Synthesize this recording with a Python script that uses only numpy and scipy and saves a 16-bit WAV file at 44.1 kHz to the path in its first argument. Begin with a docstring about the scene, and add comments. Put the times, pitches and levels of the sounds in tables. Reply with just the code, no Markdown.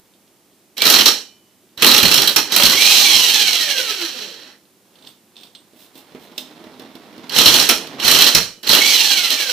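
"""An electric impact wrench hammers bolts loose on a part held on a wooden block, in a sheet-metal workshop.
Blows are noise bursts and ringing modes; gear rattle and brush hiss are coloured noise, free gears whine.
Twice the bolt runs free and the motor coasts down; between bolts hands scrape and brush, the socket clinks.
A close stereo microphone hears the tool on its right, with wall echoes and room noise; the loudest blows clip."""
import sys
import numpy as np
from scipy import signal
from scipy.fft import rfft, irfft
from scipy.io import wavfile
from scipy.ndimage import uniform_filter1d

SR = 44100
rng = np.random.default_rng(int(sys.argv[2]) if len(sys.argv) > 2 else 0)


def int16_out(signal):
    """Quantize to a 16-bit WAV file."""
    q = np.round(np.clip(np.atleast_2d(signal).T, -1, 1) * 32767)
    wavfile.write(sys.argv[1], SR, q.astype(np.int16))


N = 419832

# hammer on anvil, with the click of the trigger at 0.78 s among them: start_s, blow_db, jolt_db (through the
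# bench)
BLOWS = [(0.768, -22.5, -67), (0.7798, -12, -56), (0.8193, -2.5, -46), (0.853, 3, -37), (0.867, -9, -44),
         (0.9008, 1.5, -44), (0.939, 5, -41), (0.9874, 1.5, -48.5), (1.057, 5.5, -44.5), (1.776, -18, -44),
         (1.8223, 6, -26), (1.8647, 5.5, -36.5), (1.914, 2, -42), (1.9435, -3, -48.5), (1.979, -0.5, -41),
         (2.03, 1, -22), (2.0544, -11, -23.5), (2.0804, -6, -47.5), (2.1124, -3.5, -42.5), (2.141, -4, -40),
         (2.1763, -1.5, -33), (2.219, -1.5, -31), (2.2741, -1.5, -43.5), (2.361, 3.5, -31),
         (2.5209, -3.5, -38.5), (2.5624, 1.5, -37), (2.599, -0.5, -33.5), (2.6336, -1.5, -25.5),
         (2.6626, -6, -35), (2.697, -1, -34.5), (2.724, -6, -37.5), (3.1514, -8.5, -33), (7.295, -22, -58),
         (7.323, -26, -59), (7.356, -14, -33), (7.3863, 4.5, -29), (7.4582, 6, -24), (7.541, 0.5, -39),
         (7.5985, -2.5, -39), (7.6901, 4.5, -43), (7.998, -12.5, -49), (8.0469, -8, -25.5),
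         (8.08, 2.5, -32.5), (8.113, 0.5, -32), (8.147, -0.5, -31), (8.188, 0, -45), (8.2198, -2.5, -52),
         (8.2655, 1.5, -49), (8.349, 2, -21.5), (8.631, -22, -53), (8.671, -12, -33), (8.692, 2.5, -23),
         (8.7302, 3.5, -35), (8.7662, -2.5, -43), (9.3043, -8.5, -66)]
# one row a free run: rattle_db (at the reference speed), carrier_start (share of a turn)
FREE_RUNS = [(-30.5, 0.25), (-9.5, 0.66), (-9.5, 0.59)]
# likeness of the left and right microphone: pitch_hz, likeness (0 to 1)
LIKENESS = [(60, 0.26), (120, 0.45), (240, 1), (480, 0.94), (950, 0.77), (1890, 0.46), (3770, 0.73),
            (7520, 0.14), (15000, 0.16)]


def hammer():
    """Each blow: chatter of case, thump of block, crack, a jolt through the bench, one rebound, ringing steel."""
    # block under the hammer: pitch_hz, level_db (per Hz)
    block_colour = [(88, -36), (150, -12.5), (238, 2), (399, 3.5), (522, -4.5), (591, 1.5), (639, -5.5),
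                    (895, -2), (1060, -3), (1240, 3.5), (2200, -20), (2860, -37.5), (4840, -120)]
    # hiss of the crack: pitch_hz, level_db (per Hz)
    crack_colour = [(3530, -32.5), (6000, -3), (6230, -8.5), (7610, -6.5), (9980, -7.5), (11200, -4.5),
                    (14600, -4.5), (15600, -10), (16000, -29.5)]
    # shocks through the bench: pitch_hz, level_db (per Hz)
    jolt_colour = [(15, -7.5), (40, -14.5), (100, -1), (180, 4.5), (260, -1.5), (500, -51.5)]
    # modes of the bolted steel part: pitch_hz, level_db, t60_s
    steel_modes = [(2390, -22, .55), (2440, -24, .5), (2880, -23, .6), (2960, -22, .85), (3030, -21.5, .8),
                   (3100, -24, .55), (3900, -2, .12), (4180, -3, .13), (4370, -5, .1), (5430, -6, .2),
                   (5700, -8, .12)]
    # parts of the case that a blow may favour: low_hz, high_hz
    case_parts = [(0, 2700), (2700, 3600), (3600, 4900), (4900, 22050)]
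    colour_spread_db, clang_spread_db = 3, 5

    start, blow_db, jolt_db = np.transpose(BLOWS)
    late, low, high, *favour = rng.uniform(-1, 1, (len(start), 3 + len(case_parts))).T
    thump_db = blow_db - 16 + colour_spread_db * low
    crack_db = blow_db - 9 + colour_spread_db * high
    rebound = start + .021 * (1 + .1 * late)  # about 21 ms after the blow

    def hit(db):
        return strikes(start, db - 5) + strikes(rebound, db - 11)

    def shake(db):
        return 0.63 * burst(hit(db), 0.0016, 0.08) + 0.52 * burst(hit(db), 0.0007, 0.022)

    case, block, treble, bench = voices(housing, block_colour, crack_colour, jolt_colour)
    # socket and anvil knock in their play
    loose = grit(per_s=190, spread_db=3.0, smooth=.8, knock_s=.0035)
    chatter = np.zeros((2, N))
    for (lo, hi), favoured in zip(case_parts, favour):
        part = shaped(case, lambda hz: (hz >= lo) & (hz < hi))
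        chatter += part * shake(blow_db + clang_spread_db * favoured)
    crack = burst(hit(crack_db), .0002, 0.06) + 0.67 * burst(strikes(start, crack_db), .0001, 0.0054)
    thump = block * burst(hit(thump_db), 0.0046, 0.11)
    left_right = gain_of([[-7], [2.5]])
    jolt = left_right * bench * burst(strikes(start, jolt_db), 0.00047, 0.13)
    steel = ring(strikes(start, blow_db - 25.5), steel_modes)
    return loose * (chatter + treble * crack) + thump + jolt + steel


def motor():
    """Noise rattle of gears, drone and hum of the shell and brush hiss, with the free gears' whine and throb."""
    # shell of the running tool: pitch_hz, level_db (per Hz)
    drone_colour = [(40, -29.5), (100, -29), (200, -6.5), (310, -4.5), (530, -4), (680, -9.5), (780, -8.5),
                    (820, -5), (865, -5), (1100, -9.5), (1440, -5.5), (2000, -3.5), (2600, -34.5),
                    (4400, -100)]
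    # brushes and fan: pitch_hz, level_db (per Hz)
    brush_colour = [(4500, -19.5), (6200, 3.5), (7000, -6), (8300, -3.5), (9300, -9), (10200, -8),
                    (10850, -5.5), (11800, -10), (13200, -3.5), (14300, -11.5), (15300, -9.5), (16200, -24)]
    # steady hum of the shell: pitch_hz, level_db (per Hz)
    hum_colour = [(90, -25.5), (220, -9.5), (420, -9), (720, -17), (790, -3), (820, 2), (855, -7.5),
                  (950, -20.5), (1400, -24), (3000, -60)]
    whine, throb = gears()
    layers = voices(housing, drone_colour, brush_colour, hum_colour) * turning()[:, None]
    rattle = layers.sum(0) * grit(per_s=520, spread_db=3.5, smooth=2.1, knock_s=0.0023)
    sound = throb * gain_of(-4.5) * rattle + throb ** 1.4 * whine
    return shaped(sound, lambda hz: hz ** 3 / (hz ** 3 + 130 ** 3))  # the motor sounds with little below about 130 Hz


def gears():
    """Free-running gear teeth: a rough whine on the mesh multiples, and a throb once a carrier turn."""
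    # multiples of the tooth mesh: multiple, coasting_db, driven_db
    mesh_orders = [(1, 3, -4), (2, -1.5, 8), (3, 4, -3), (4, 1.5, -3), (5, -2, -6), (6, -4, -7)]
    # path from teeth to air: pitch_hz, level_db
    mesh_path = [(150, -7), (260, 2), (350, 2), (520, 5), (620, -8), (800, -10), (1150, -10), (1550, 4.5),
                 (2050, -3), (2300, 9), (2480, -2), (3150, 12), (3600, 5), (4050, 12), (4700, 2), (5500, 8),
                 (6500, -4), (8000, -8)]
    # one whine level a free run, at the reference speed, before order and path: level_db
    whine_levels = [-41, -31.5, -32]
    meshes_per_turn = 49.6  # of the gear carrier
    whine_db_per_halving, drive_fade_s = 8.5, .045
    throb_db, throb_db_per_halving, throb_most_db = 1.8, 2.0, 3.2
    throb_fades_hz = 260  # below this mesh speed the throb evens out

    whine, throb = np.zeros(N), np.ones(N)
    for (on, since, hz), (_, carrier_start), whine_db in zip(free_runs(), FREE_RUNS, whine_levels):
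        whine_db = whine_db - whine_db_per_halving * halvings(hz)
        depth_db = np.clip(throb_db + throb_db_per_halving * halvings(hz), 0, throb_most_db)
        depth_db = depth_db * np.minimum(hz / throb_fades_hz, 1)
        # driven while the speed rises, coasting while it falls
        fade = np.exp(-1 / (drive_fade_s * SR))
        driven = signal.lfilter([1 - fade], [1, -fade], np.gradient(hz) > 0, zi=[1.])[0]
        meshes = np.cumsum(hz) / SR
        edges = np.minimum(np.minimum(since, since[::-1]) / .02, 1)  # 20 ms fades
        turn = np.cos(2 * np.pi * (meshes / meshes_per_turn + carrier_start))
        throb[on] = gain_of(edges * depth_db * turn)
        for k, coast_db, driven_db in mesh_orders:
            # uneven teeth smear every multiple on its own, the high ones most
            keep = np.exp(-np.pi * (25 + 26 * k) / SR)
            flutter = signal.lfilter([1], [1, -2 * keep, keep ** 2], rng.standard_normal((2, len(hz))))
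            flutter = .65 + .55 * (evened(flutter[0]) + 1j * evened(flutter[1]))
            order_db = coast_db + (driven_db - coast_db) * driven
            level = edges * gain_of(whine_db + order_db + read(mesh_path, k * hz))
            whine[on] += (level * flutter * np.exp(2j * np.pi * k * meshes)).real
    return whine, throb


def turning():
    """Gains of rattle, drone, hiss and hum: trigger pulls, the shake after each blow, and speed when free."""
    # trigger pulls against a tight bolt: start_s, let_go_s, pull_db
    pulls = [(0.791, 0.992, -15), (1.774, 2.25, -17.5), (2.473, 2.73, -17.5), (7.306, 7.62, -12),
             (7.992, 8.283, -13), (8.63, 8.8, -16.5)]
    # The next five hold one value a layer: rattle, drone, hiss, hum.
    # at the start of a pull, relative to the loaded level: level_db
    spin_up_db = np.c_[[-20, -14.5, -36, -13]]
    # under load, relative to the pull: level_db
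    loaded_db = np.c_[[0.5, -9, -5.5, -25]]
    # rattling on after a blow, relative to the blow: level_db
    shaken_db = np.c_[[-15, -21.5, -24, -36.5]]
    # turning free, relative to the free run: level_db
    free_db = np.c_[[-1, -23.5, -8, -23]]
    # loss as the speed halves: loss_db
    db_per_halving = np.c_[[8.25, 3.6, 10.5, 14]]
    spin_up_s, stop_db_per_s, shaken_t60_s, break_free_s = 0.056, 144, 0.28, 0.1

    t, power = np.arange(N) / SR, np.zeros((4, N))
    for start, end, pull_db in pulls:
        rising = np.clip(1 - (t - start) / spin_up_s, 0, 1)
        pull_db = pull_db - stop_db_per_s * np.maximum(t - end, 0)
        power += (t > start) * gain_of(pull_db + loaded_db + spin_up_db * rising) ** 2
    start, blow_db, _ = np.transpose(BLOWS)
    # doubled dB and halved decay time, because powers add here
    shaken = abs(burst(strikes(start, 2 * blow_db), 0.0035, shaken_t60_s / 2))
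    power += gain_of(shaken_db) ** 2 * shaken
    for (on, since, hz), (rattle_db, _) in zip(free_runs(), FREE_RUNS):
        level = gain_of(rattle_db + free_db - db_per_halving * halvings(hz))
        power[:, on] += np.minimum(since / break_free_s, 1) * level ** 2
    return np.sqrt(abs(uniform_filter1d(power, size=130)))


def free_runs():
    """For each unloaded turn of the gears: samples, seconds since its start, tooth mesh frequency."""
    # gear speed, one table a free run: time_s, mesh_hz
    speeds = [
        [(.79, 1130), (.87, 1200)],
        [(2.71, 930), (2.79, 1135), (2.93, 1285), (3.034, 1190), (3.192, 1020), (3.608, 638), (3.932, 409),
         (4.172, 242), (4.4, 115), (4.52, 55), (4.58, 6)],
        [(8.8, 1080), (8.875, 1155), (8.91, 1120), (8.95, 1015), (9.03, 895), (9.2, 725), (9.33, 622),
         (9.52, 490)],
    ]
    t = np.arange(N) / SR
    for rows in speeds:
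        s, hz = np.transpose(rows)
        on = (t > s[0]) & (t < s[-1])
        yield on, t[on] - s[0], np.interp(t[on], s, hz)


def halvings(hz):
    """How many times the mesh speed has halved from the reference of 1000 Hz."""
    return np.log2(1000 / hz)


def housing(hz):
    """Gain of the gear case: a sum of broad resonances."""
    # resonances: pitch_hz, width_hz, level_db
    resonances = [(2360, 210, -9.5), (2892, 870, -0.5), (3188, 390, 1.5), (3938, 140, 5.5),
                  (4244, 443, 4.5), (4500, 3330, -10.5), (5540, 540, -1), (7230, 530, -12)]
    power = sum(gain_of(2 * db) / (1 + (2 * (hz - f) / width) ** 2) ** 1.54 for f, width, db in resonances)
    return np.sqrt(power)


def hands():
    """Sliding, clinks and knocks: noise bursts of steel, wood and skin, with ringing socket and block."""
    # steel on steel: pitch_hz, level_db (per Hz)
    scrape_colour = [(1180, -35), (2000, -20), (2670, -3), (3310, 0), (4150, -1), (4850, -8), (5290, -5.5),
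                     (6640, -16), (7500, -19), (9750, -44), (16500, -120)]
    # block under hands: pitch_hz, level_db (per Hz)
    wood_colour = [(24, -58), (40, -24), (119, -9.5), (245, -0.5), (626, -8.5), (740, -8), (804, -9.5),
                   (936, -9.5), (1570, -16), (2200, -15.5), (2860, -23), (4840, -120)]
    # skin and cloth: pitch_hz, level_db (per Hz)
    skin_colour = [(4120, -12), (7000, -6), (7930, -3), (10500, -5), (12600, -2.5), (16000, -2.5)]
    # socket ticking on a bolt, sliding off and on: start_s, level_db
    clink_times = [(.137, -51), (.277, -53), (.53, -57), (1.69, -55.5), (4.6528, -51.5), (4.9556, -44),
                   (4.9876, -45), (5.023, -40), (5.0487, -41), (5.064, -42), (5.0714, -31.5), (5.357, -44),
                   (5.366, -32.5), (5.378, -41), (5.389, -41), (5.4, -44), (5.4094, -43), (5.421, -45),
                   (5.4335, -34), (5.452, -43), (5.47, -47), (5.5503, -29.5)]
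    # modes of the loose socket: pitch_hz, level_db, t60_s
    socket_modes = [(3030, -4, 0.029), (3290, -2.5, .045), (3620, 2, 0.049), (4120, -4, .05),
                    (4570, -3.5, 0.032), (5130, -16, 0.069), (8180, -14, .13), (8340, -12.5, .17)]
    # part and socket knocking against the block: start_s, wood_db, steel_db
    knock_times = [(5.733, -43, -50), (5.954, -36, -39), (6.148, -26, -40), (6.316, -38, -43),
                   (6.379, -29.5, -12), (6.509, -36, -41), (6.601, -33.5, -50), (6.64, -32, -39),
                   (6.669, -33, -52), (6.773, -43, -62), (6.796, -32, -30), (6.819, -31, -38),
                   (6.859, -38, -52), (6.953, -31.5, -32.5), (7.067, -39, -53), (7.129, -37, -57),
                   (7.179, -32.5, -36.5), (7.87, -37, -25), (8.579, -42.5, -63)]
    # modes of the block: pitch_hz, level_db, t60_s
    block_modes = [(248, 4, 0.06), (338, 0, 0.084), (444, 2, 0.041), (616, -7.5, 0.16), (800, -13, 0.047)]
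    steel, wood, skin = layers = voices(scrape_colour, wood_colour, skin_colour)

    def taps(start, steel_db, wood_db, skin_db):
        click = steel * burst(strikes(start, steel_db - 7.5), 0.00036, 0.039)
        thump = wood * burst(strikes(start, wood_db - 7), 0.0037, 0.11)
        crack = skin * burst(strikes(start, skin_db - 1.5), .0003, 0.032)
        return click + thump + crack

    slide = (layers * shuffling()[:, None]).sum(0)
    slide = slide * grit(per_s=440, spread_db=2.5, smooth=1.2, knock_s=0.0024)
    start, db = np.transpose(clink_times)
    clinks = taps(start, db, db - 21, db - 19) + ring(strikes(start, db - 10), socket_modes)
    start, wood_db, steel_db = np.transpose(knock_times)
    knocks = taps(start, steel_db, wood_db - 6.5, steel_db - 9.5)
    knocks = knocks + ring(strikes(start, wood_db - 8.5), block_modes)
    # the hands give little deep bass
    return shaped(slide + clinks + knocks, lambda hz: hz ** 2 / (hz ** 2 + 90 ** 2))


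def shuffling():
    """Gains of scrape, rumble and hiss: the sliding part and the brushing hand."""
    # the part being shifted on the block: time_s, level_db
    slide_points = [(4.85, -72), (5.06, -58.5), (5.16, -78), (5.42, -65), (5.72, -70), (5.9, -63),
                    (6.17, -53.5), (6.36, -56.5), (6.47, -52.5), (6.95, -54), (7.18, -49.5), (7.3, -47),
                    (7.8, -43.5), (7.97, -44), (8.0, -35)]
    # sliding, one value each for scrape, rumble, hiss: level_db
    slide_db = np.c_[[-2, 5.5, -15.5]]
    # a hand brushing past the part: middle_s, length_s, level_db
    hand_brushes = [(5.09, 0.13, -52), (5.434, 0.13, -56), (5.817, .18, -49), (5.981, 0.1, -46),
                    (6.234, .14, -54), (6.397, 0.1, -46)]
    # brushing, one value each for scrape, rumble, hiss: level_db
    brush_db = np.c_[[-6.5, -15, -1.5]]
    t = np.arange(N) / SR
    gains = gain_of(np.interp(t, *np.transpose(slide_points), left=-200, right=-200) + slide_db)
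    for middle, length, db in hand_brushes:
        gains = gains + gain_of(db + brush_db) * np.exp(-(3.6 * (t - middle) / length) ** 2)
    return uniform_filter1d(gains, size=130)


def walls(x):
    """Sparse taps of random sign, each band dying at its own speed; the two ears share the long waves."""
    # decay of the workshop: pitch_hz, t60_s
    decay = [(150, 0.35), (400, 0.39), (1000, 0.28), (3000, 0.3), (8000, 0.34), (15000, 0.23)]
    taps = np.zeros((3, 2, SR // 2))
    # one tap in every 20 samples
    at = np.arange(300, SR // 2 - 20, 20) + rng.integers(0, 20, (3, 2, (SR // 2 - 301) // 20))
    np.put_along_axis(taps, at, rng.choice([-1., 1.], at.shape), 2)
    hz, t, bands = signal.stft(taps, SR, nperseg=256)
    same = np.clip(read(LIKENESS, hz), 0, 1)[:, None]
    bands[:, 0] = same * bands[:, 1] + np.sqrt(1 - same ** 2) * bands[:, 0]
    tails = signal.istft(bands * gain_of(-60 * t / read(decay, hz)[:, None]), SR, nperseg=256)[1]
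    # the echo blends in turn among three tails, so that no steady tones stand out
    blend = np.cos(np.pi * (7 * np.arange(N) / SR + np.arange(3)[:, None] / 3)) * np.sqrt(2 / 3)
    echo = np.zeros((2, N))
    for share, tail in zip(blend, tails):
        # the right channel alone feeds both ears' echoes
        echo += signal.oaconvolve(x[1:] * share, tail / np.linalg.norm(tail[1]), axes=1)[:, :N]
    return echo


def air():
    """The quiet of the workshop and the microphone's own hiss, as steady coloured noise."""
    # room and microphone noise: pitch_hz, level_db (per Hz)
    air_colour = [(15, -59.5), (25, -33), (134, -9), (161, -11), (190, -4), (277, -6), (344, -4),
                  (451, -10.5), (1520, -20), (2000, -19.5), (3620, -20), (14800, -21.5), (16000, -39.5)]
    return gain_of(-56) * evened(shaped(noise_pair(), lambda hz: gain_of(read(air_colour, hz))))


def strikes(s, db):
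    """A train of impulses."""
    train = np.zeros(N)
    train[np.round(s * SR).astype(int)] = gain_of(db)
    return train


def burst(train, rise_s, t60):
    """Envelope that jumps up at each impulse and dies away."""
    t = np.arange(SR // 4) / SR
    return signal.oaconvolve(train, (1 - np.exp(-t / rise_s)) * gain_of(-60 * t / t60))[:N]


def ring(train, modes):
    """Each impulse sets the modes ringing as decaying sines, by chance amounts."""
    t = np.arange(SR) / SR
    sound = np.zeros(N)
    for hz, db, t60 in modes:
        chance = rng.uniform(0.9, 1.5, N) * rng.choice([-1., 1.], N)
        mode = gain_of(db - 60 * t / t60) * np.sin(2 * np.pi * hz * t)
        sound += signal.oaconvolve(train * chance, mode)[:N]
    return sound


def grit(per_s, spread_db, smooth, knock_s):
    """Level flicker of many small knocks and slips, rms 1."""
    sizes = gain_of(spread_db * np.minimum(rng.exponential(1, N), 4))
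    knocks = sizes * (rng.random(N) < per_s / SR)
    flicker = signal.lfilter([1], [1, -np.exp(-1 / (knock_s * SR))], knocks)
    return evened(smooth + evened(flicker))


def voices(*spectra):
    """Noise pairs of rms 1 in each colour, given as a table or as gain(hz)."""
    colours = [c if callable(c) else lambda hz, c=c: gain_of(read(c, hz)) for c in spectra]
    return np.array([evened(shaped(noise_pair(), c)) for c in colours])


def noise_pair():
    """White noise at two microphones, partly alike."""
    right, other = rng.standard_normal((2, N))
    same = lambda hz: np.clip(read(LIKENESS, hz), 0, 1)
    left = shaped(right, same) + shaped(other, lambda hz: np.sqrt(1 - same(hz) ** 2))
    return np.array([left, right])


def shaped(x, gain):
    """Filters x by gain(hz)."""
    return irfft(rfft(x) * gain(np.fft.rfftfreq(N, 1 / SR)), N)


def read(points, hz):
    """A spectrum table, straight lines over log frequency."""
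    f, value = np.transpose(points)
    return np.interp(np.log(hz + 1), np.log(f + 1), value)


def evened(x):
    """Scales to rms 1."""
    return x / np.sqrt(np.mean(x ** 2) + 1e-20)


def gain_of(db):
    """Decibels to amplitude."""
    return 10 ** (np.asarray(db) / 20)


def scene():
    """Tool and hands, nearer the right microphone, in the workshop."""
    # balance of the microphones: pitch_hz, left_minus_right_db
    balance = [(60, -7.5), (100, -3.5), (180, -5), (310, -4), (550, -2), (950, -3.5), (1650, -8.5),
               (2860, -4.5), (4970, -8), (8640, -3.5), (15000, -13.5)]
    near = motor() + hammer() + hands()
    heard = near + gain_of(-6.5) * walls(near)
    lean = lambda hz: gain_of(np.array([[.5], [-.5]]) * read(balance, hz))
    return shaped(heard, lean) + air() * gain_of([[-1.0], [1.0]])


def record(dry):
    """Peaks are clipped flat at full scale; then a low-pass removes what lies above 15.5 kHz."""
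    clipped = np.clip(dry, -1, 1)
    low_pass = signal.firwin(511, 15500, window=("kaiser", 9), fs=SR)
    return signal.oaconvolve(clipped, low_pass[None], "same")


dry = scene()
out = record(dry)
int16_out(out)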